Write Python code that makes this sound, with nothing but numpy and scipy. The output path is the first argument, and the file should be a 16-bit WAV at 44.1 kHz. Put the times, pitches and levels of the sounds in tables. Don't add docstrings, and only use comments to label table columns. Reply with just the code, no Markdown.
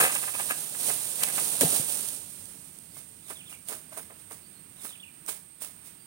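import sys
import numpy as np
from scipy import signal
from scipy.fft import rfft, irfft
from scipy.io import wavfile

SR = 44100
rng = np.random.default_rng(int(sys.argv[2]) if len(sys.argv) > 2 else 0)


def generate_wav(signal):
    frames = np.transpose(np.atleast_2d(signal))
    scaled = np.clip(frames, -1, 1) * 32767
    pcm = np.round(scaled).astype(np.int16)
    wavfile.write(sys.argv[1], SR, pcm)


N = 267246
TIME = np.arange(N) / SR

# f/Hz, level/dB
AIR_EQ = [(20, -8), (43, -7), (58, -10), (85, 5), (170, 3.5), (280, 0), (550, -11), (1200, -11.5),
          (3500, -14), (6000, -19), (11000, -19), (14500, -13)]
# f/Hz, level/dB
ENGINE_PARTIALS = [(159, -69), (187, -68.5)]
# f/Hz, width/Hz, level/dB
INSECT_BANDS = [(8560, 700, -66.5), (4650, 810, -79)]
# t/s into the phrase, length/s, top f/Hz, drop/share, level/dB
BIRD_PHRASE = [(.02, .09, 3850, .13, -62), (.137, .046, 3800, .18, -55), (.184, .04, 3500, .33, -51.5),
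               (.254, .054, 3750, .38, -51), (.316, .044, 2900, .35, -55.5)]
PHRASE_CUES = [3.198, 4.74]
# t/s, f/Hz
BIRD_WHISTLES = [(2.92, 4700), (4.457, 4620), (4.575, 4230), (6.02, 4700)]

# t/s, rise/s, level/dB
FERN_BRUSHES = [(2.981, 0.035, -46.5), (3.308, 0.026, -42), (3.515, 0.029, -47.5), (3.691, 0.012, -37.5),
                (3.725, .01, -40.5), (3.935, 0.019, -49.5), (3.978, 0.0096, -42.5), (4.2, 0.035, -55.5),
                (4.318, 0.013, -45.5), (4.861, 0.04, -41), (5.287, 0.008, -34), (5.621, .008, -37),
                (5.87, .025, -50)]
# t/s, level/dB
TRUNK_KNOCKS = [(2.971, -55), (3.305, -41.5), (3.52, -46.5), (3.719, -42), (3.927, -47), (3.977, -40),
                (4.107, -47.5), (4.313, -43.5), (4.85, -45.5), (5.283, -46.5)]
# f/Hz, level/dB
FERN_EQ = [(150, -7.5), (700, -7.5), (2200, -2), (3700, 1.5), (6000, 2.5), (9000, 5), (13000, 3),
           (16000, 6)]
TRUNK_EQ = [(80, -31), (250, -2), (550, -2.5), (1000, -0.5), (1700, -3.5), (2700, -11), (8000, -51)]
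# f/Hz, width/Hz, level/dB
STEEL_RING = [(2149, 11, 14.5), (3320, 32, -15.5), (3590, 53, -2.5), (4800, 40, 1), (5310, 71, 1),
              (6250, 160, -3)]
POLE_RING = [(423, 32, 3.1), (636, 15, 13.4), (1142, 28, 1.7), (1630, 16, 1.8), (2194, 25, 1.4)]

# t/s, level/dB
FALL_ENVELOPE = [(0.0, -20), (0.11, -34), (0.132, -29.5), (0.322, -37), (0.38, -33), (0.744, -37.5),
                 (0.876, -27), (1.0, -34), (1.168, -34.5), (1.23, -30.5), (1.314, -34), (1.364, -28),
                 (1.59, -31)]
SETTLE_ENVELOPE = [(1.615, -26.5), (1.685, -27), (1.747, -24.5), (1.867, -35.5), (1.889, -30), (2.139, -39),
                   (2.237, -46.5), (2.805, -55.5), (2.88, -57)]
# t/s, level/dB
LEAFLET_SNAPS = [(0.1517, -20.5), (1.6095, -11), (2.087, -26), (2.456, -37), (2.7873, -39), (3.686, -26),
                 (5.263, -35)]
# f/Hz, level/dB
LEAF_EQ = [(100, -39), (500, -9.5), (1300, -10), (2200, -10), (3300, -4.5), (5000, -2), (9000, 0),
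           (16000, -3.5)]
SWISH_EQ = [(30, -69), (70, -6), (150, 3.5), (300, 0.5), (600, 0), (1000, -4.5), (2000, -14), (6000, -61)]

# t/s, level/dB
CRUNCH_HITS = [(0.01, -29), (.89, -42), (1.632, -32), (1.735, -42.5)]
# f/Hz, level/dB
CRUNCH_EQ = [(150, -28), (450, -1), (720, 0), (1100, -18), (3000, -38)]
# t/s, f/Hz, level/dB, t60/s
GROUND_THUMPS = [(1.611, 565, -24.5, 0.098), (1.617, 276, -24.5, 0.124), (1.633, 464, -15.5, 0.022),
                 (1.643, 164.3, -20.5, 0.1), (1.731, 300, -31.5, 0.025), (1.797, 130, -20.5, 0.017)]

# t/s, length/s, level/dB
FIBRE_CRACKS = [(.01, 0.017, -18.5), (0.04, 0.041, -22), (0.103, 0.0093, -29), (0.161, 0.013, -30.5),
                (.237, 0.0097, -29.5), (0.283, 0.011, -30.5), (0.346, 0.0098, -27.5), (0.401, 0.016, -29.5),
                (.51, 0.01, -21), (0.75, 0.0072, -36), (0.903, 0.013, -32.5), (1.226, 0.021, -33),
                (1.289, 0.019, -36), (1.384, 0.0072, -26.5), (1.618, 0.0065, -29), (1.732, 0.014, -50)]
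# t/s, length/s, level/dB
STALK_SPLITS = [(1.2342, 0.0028, -15.5), (1.6124, 0.028, -24)]
# t/s, left minus right/dB
CRACK_PAN = [(.03, 9), (.2, 3), (1.4, -2.5), (1.6, 6)]
# f/Hz, level/dB
WOOD_EQ = [(60, -23), (200, -13.5), (480, -9), (750, -0.5), (1200, -4), (2000, 1), (3200, 4), (8000, -57)]
# f/Hz, width/Hz, level/dB
STALK_RING = [(540, 140, -7), (800, 56, -30), (1193, 52, 6), (1641, 18, 10.5), (2040, 39, -2),
              (2595, 63, 4.5)]

# f/Hz, level/dB
LEFT_PORT_EQ = [(100, -2), (600, 0), (1500, -0.5), (3600, -1), (5300, -11), (9000, -10), (12000, -5),
                (14000, 1), (15800, -15)]
RIGHT_PORT_EQ = [(100, 0.78), (1300, 3.17), (2600, 6.1), (4400, 2.8), (6300, 3.6), (7500, 8.4),
                 (8300, 11.9), (8850, 17.1), (9300, 17.8), (10000, 11.9), (11000, 8.6), (14300, 5.6),
                 (15600, 9.3)]


def from_db(db):
    return 10 ** (np.asarray(db) / 20)


def rms_one(x):
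    return x / np.sqrt(np.mean(x ** 2) + 1e-20)


def panned(left_db):
    return from_db(np.vstack([left_db, -left_db]) / 2)


def from_ahead(x):
    return np.array([np.interp(TIME - 6 / SR, TIME, x), x])


def drift(rate_hz):
    knots = rng.standard_normal(int(N / SR * 400))
    return rms_one(np.interp(TIME * rate_hz, np.arange(len(knots)), knots))


def equalised(x, curve, size=4096):
    hz, db = np.transpose(curve)
    grid = np.maximum(np.arange(size // 2 + 1) * SR / size, 1)
    gain = from_db(np.interp(np.log(grid), np.log(hz), db))
    cepstrum = irfft(np.log(gain))
    cepstrum[1:size // 2] *= 2
    cepstrum[size // 2 + 1:] = 0
    impulse = irfft(np.exp(rfft(cepstrum)))
    return signal.oaconvolve(x, impulse[None], axes=-1)[:, :N]


def stereo_noise(focus):
    shared = from_ahead(rng.standard_normal(N))
    return np.sqrt(focus) * shared + np.sqrt(1 - focus) * rng.standard_normal((2, N))


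def grains(curve, per_s, spread_db, grain_s, focus):
    sizes = from_db(spread_db * np.minimum(rng.exponential(1, N), 4))
    onsets = rng.random(N) < per_s / SR
    power = signal.lfilter([1], [1, -np.exp(-2 / (grain_s * SR))], onsets * sizes ** 2 + 1e-18)
    return rms_one(equalised(np.sqrt(power) * stereo_noise(focus), curve))


def hit_envelope(hits):
    power = np.zeros(N)
    for s, rise, fall, db in hits:
        near = slice(max(int((s - .2) * SR), 0), int((s + .4) * SR))
        t = TIME[near] - s
        decay = np.minimum(np.abs(t) / np.where(t < 0, rise, fall), 20)
        power[near] += (from_db(db) * np.exp(-decay)) ** 2
    return np.sqrt(power)


def ringing(x, modes):
    out = x
    for hz, width, db in modes:
        out = out + from_db(db) * signal.lfilter(*signal.iirpeak(hz, hz / width, fs=SR), x)
    return rms_one(out)


def butter(x, order, hz, kind="low"):
    return signal.sosfilt(signal.butter(order, hz, kind, fs=SR, output="sos"), x)


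def among_palms(x, wet_db, t60, predelay_s=.006):
    t = TIME[:SR // 2]
    tail = rng.standard_normal((2, len(t))) * from_db(-60 * t / t60) * (t > predelay_s)
    tail /= np.sqrt(np.sum(tail ** 2, axis=1, keepdims=True))
    return x + from_db(wet_db) * signal.oaconvolve(x, tail, axes=-1)[:, :N]


def ground_bounce(x, delay_s, echo_db, grass_hz):
    echo = np.pad(x, [(0, 0), (round(delay_s * SR), 0)])[:, :N]
    return x + from_db(echo_db) * butter(echo, 1, grass_hz)


def plantation(air_db):
    receding = from_db(np.interp(TIME, [2.6, 5.8], [2.0, -1.5]))
    rumble = receding * butter(stereo_noise(1.0), 2, 600)
    hiss = butter(stereo_noise(0.094), 2, 600, "high")
    bed = from_db(air_db + drift(4.384)) * rms_one(equalised(rumble + hiss, AIR_EQ))
    for hz, db in ENGINE_PARTIALS:
        level = receding * from_db(db + 2.0 * drift(21))
        pitch = hz + 2.63 * drift(6.2)
        bed += level * np.sin(2 * np.pi * np.cumsum(pitch) / SR)
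    for hz, width, db in INSECT_BANDS:
        level = from_db(db + 0.62 * drift(13))
        buzz = butter(stereo_noise(0.081), 2, [hz - width / 2, hz + width / 2], "band")
        bed += level * rms_one(buzz)
    return bed * panned(-4.0)


def birds(waver=.03, flutter_db=5.0, swell_db=5, whistle_s=.03, whistle_db=-63):
    out = np.zeros(N)
    unsteady = 1 + waver * drift(220)
    flutter = flutter_db * drift(180)
    turn = .35
    for cue in PHRASE_CUES:
        for s, length, top_hz, drop, db in BIRD_PHRASE:
            note = int((cue + s) * SR) + np.arange(int(length * SR))
            along = np.linspace(0, 1, len(note))
            pitch = top_hz * (1 - drop * np.abs(along - turn) / (1 - turn)) * unsteady[note]
            level = from_db(db + flutter[note] - swell_db * (1 - along))
            fades = signal.windows.tukey(len(note), .2)
            out[note] += level * fades * np.sin(2 * np.pi * np.cumsum(pitch) / SR)
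    for s, hz in BIRD_WHISTLES:
        level = from_db(whistle_db) * np.exp(-((TIME - s) / whistle_s) ** 2)
        out += level * np.sin(2 * np.pi * np.cumsum(hz * unsteady) / SR)
    return from_ahead(out)


def sickle(fern_fall_s=0.042, knock_rise_s=0.0051, knock_fall_s=0.015, scuff_db=-12.5):
    brushes = hit_envelope([(s, rise, fern_fall_s, db) for s, rise, db in FERN_BRUSHES])
    knocks = hit_envelope([(s, knock_rise_s, knock_fall_s, db) for s, db in TRUNK_KNOCKS])
    on_trunk = np.hypot(knocks, from_db(scuff_db) * brushes)
    scuff = grains(TRUNK_EQ, per_s=1000, spread_db=3.0, grain_s=0.0012, focus=0.82)
    ferns = grains(FERN_EQ, per_s=4500, spread_db=3.5, grain_s=0.0019, focus=0.24)
    pole = on_trunk * ringing(scuff, POLE_RING) * panned(0.62)
    blade = brushes * ringing(ferns, STEEL_RING) * panned(-0.16)
    return pole + blade


def falling_frond(rustle_db, swish_db, settle_db_per_s=5):
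    s, db = np.transpose(np.vstack([FALL_ENVELOPE, SETTLE_ENVELOPE]))
    fade_db = settle_db_per_s * np.maximum(TIME - s[-1], 0)
    motion = from_db(np.interp(TIME, s, db) - fade_db)
    rustle = from_db(rustle_db) * grains(LEAF_EQ, per_s=4100, spread_db=2.5, grain_s=0.0063, focus=0.37)
    swish = from_db(swish_db) * grains(SWISH_EQ, per_s=1300, spread_db=1.5, grain_s=0.0036, focus=1.0)
    left_db = np.interp(TIME, [.3, 1.1, 1.65, 2.4], [3.0, 4, 5.5, -2.0])
    return motion * (rustle + swish) * panned(left_db)


def leaflet_snaps(fall_s):
    clicks = np.zeros(N)
    for s, db in LEAFLET_SNAPS:
        clicks[int(s * SR)] = from_db(db)
    envelope = signal.lfilter([1], [1, -np.exp(-1 / (fall_s * SR))], clicks + 1e-18)
    return envelope * equalised(stereo_noise(0.88), LEAF_EQ)


def crunch(rise_s, fall_s):
    weight = hit_envelope([(s, rise_s, fall_s, db) for s, db in CRUNCH_HITS])
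    stems = grains(CRUNCH_EQ, per_s=1200, spread_db=2.5, grain_s=0.0024, focus=0.82)
    return weight * stems * panned(5.0)


def landing(low_cut_hz):
    thuds, t = np.zeros(N), TIME[:SR // 2]
    for s, hz, db, t60 in GROUND_THUMPS:
        start = int(s * SR)
        thuds[start:start + len(t)] += from_db(db - 60 * t / t60) * np.sin(2 * np.pi * hz * t)
    thuds = butter(thuds, 3, low_cut_hz, "high")
    return from_ahead(thuds) * panned(6.4)


def tearing_stalk(wood_top_hz=1990, splinter_db=-8.5, crack_rise_share=0.59, split_rise_s=.0008):
    fibres = grains(WOOD_EQ, per_s=760, spread_db=1.0, grain_s=0.00086, focus=0.94)
    wood = butter(ringing(fibres, STALK_RING), 3, wood_top_hz)
    splinters = grains(LEAF_EQ, per_s=3500, spread_db=3.3, grain_s=0.00033, focus=0.24) * panned(14.0)
    cracks = hit_envelope([(s, crack_rise_share * length, length, db) for s, length, db in FIBRE_CRACKS])
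    splits = hit_envelope([(s, split_rise_s, length, db) for s, length, db in STALK_SPLITS])
    body = cracks * wood * panned(np.interp(TIME, *np.transpose(CRACK_PAN)))
    edge = (from_db(splinter_db) * cracks + splits) * splinters
    return body + edge


def scene():
    aloft = ground_bounce(tearing_stalk() + sickle(), delay_s=.0039, echo_db=-12.0, grass_hz=5100)
    leaves = falling_frond(rustle_db=-2.5, swish_db=-18.5) + leaflet_snaps(fall_s=0.0016)
    impacts = landing(low_cut_hz=101) + crunch(rise_s=0.009, fall_s=.035)
    far_birds = among_palms(birds(), wet_db=-8.0, t60=.4)
    harvest = among_palms(aloft + leaves + impacts, wet_db=-14.0, t60=0.47)
    return plantation(air_db=-57.5) + far_birds + harvest


def record(dry):
    ported = np.vstack([equalised(dry[:1], LEFT_PORT_EQ), equalised(dry[1:], RIGHT_PORT_EQ)])
    return signal.sosfilt(signal.ellip(12, .1, 80, 15900, fs=SR, output="sos"), ported)


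dry = scene()
out = record(dry)
generate_wav(out)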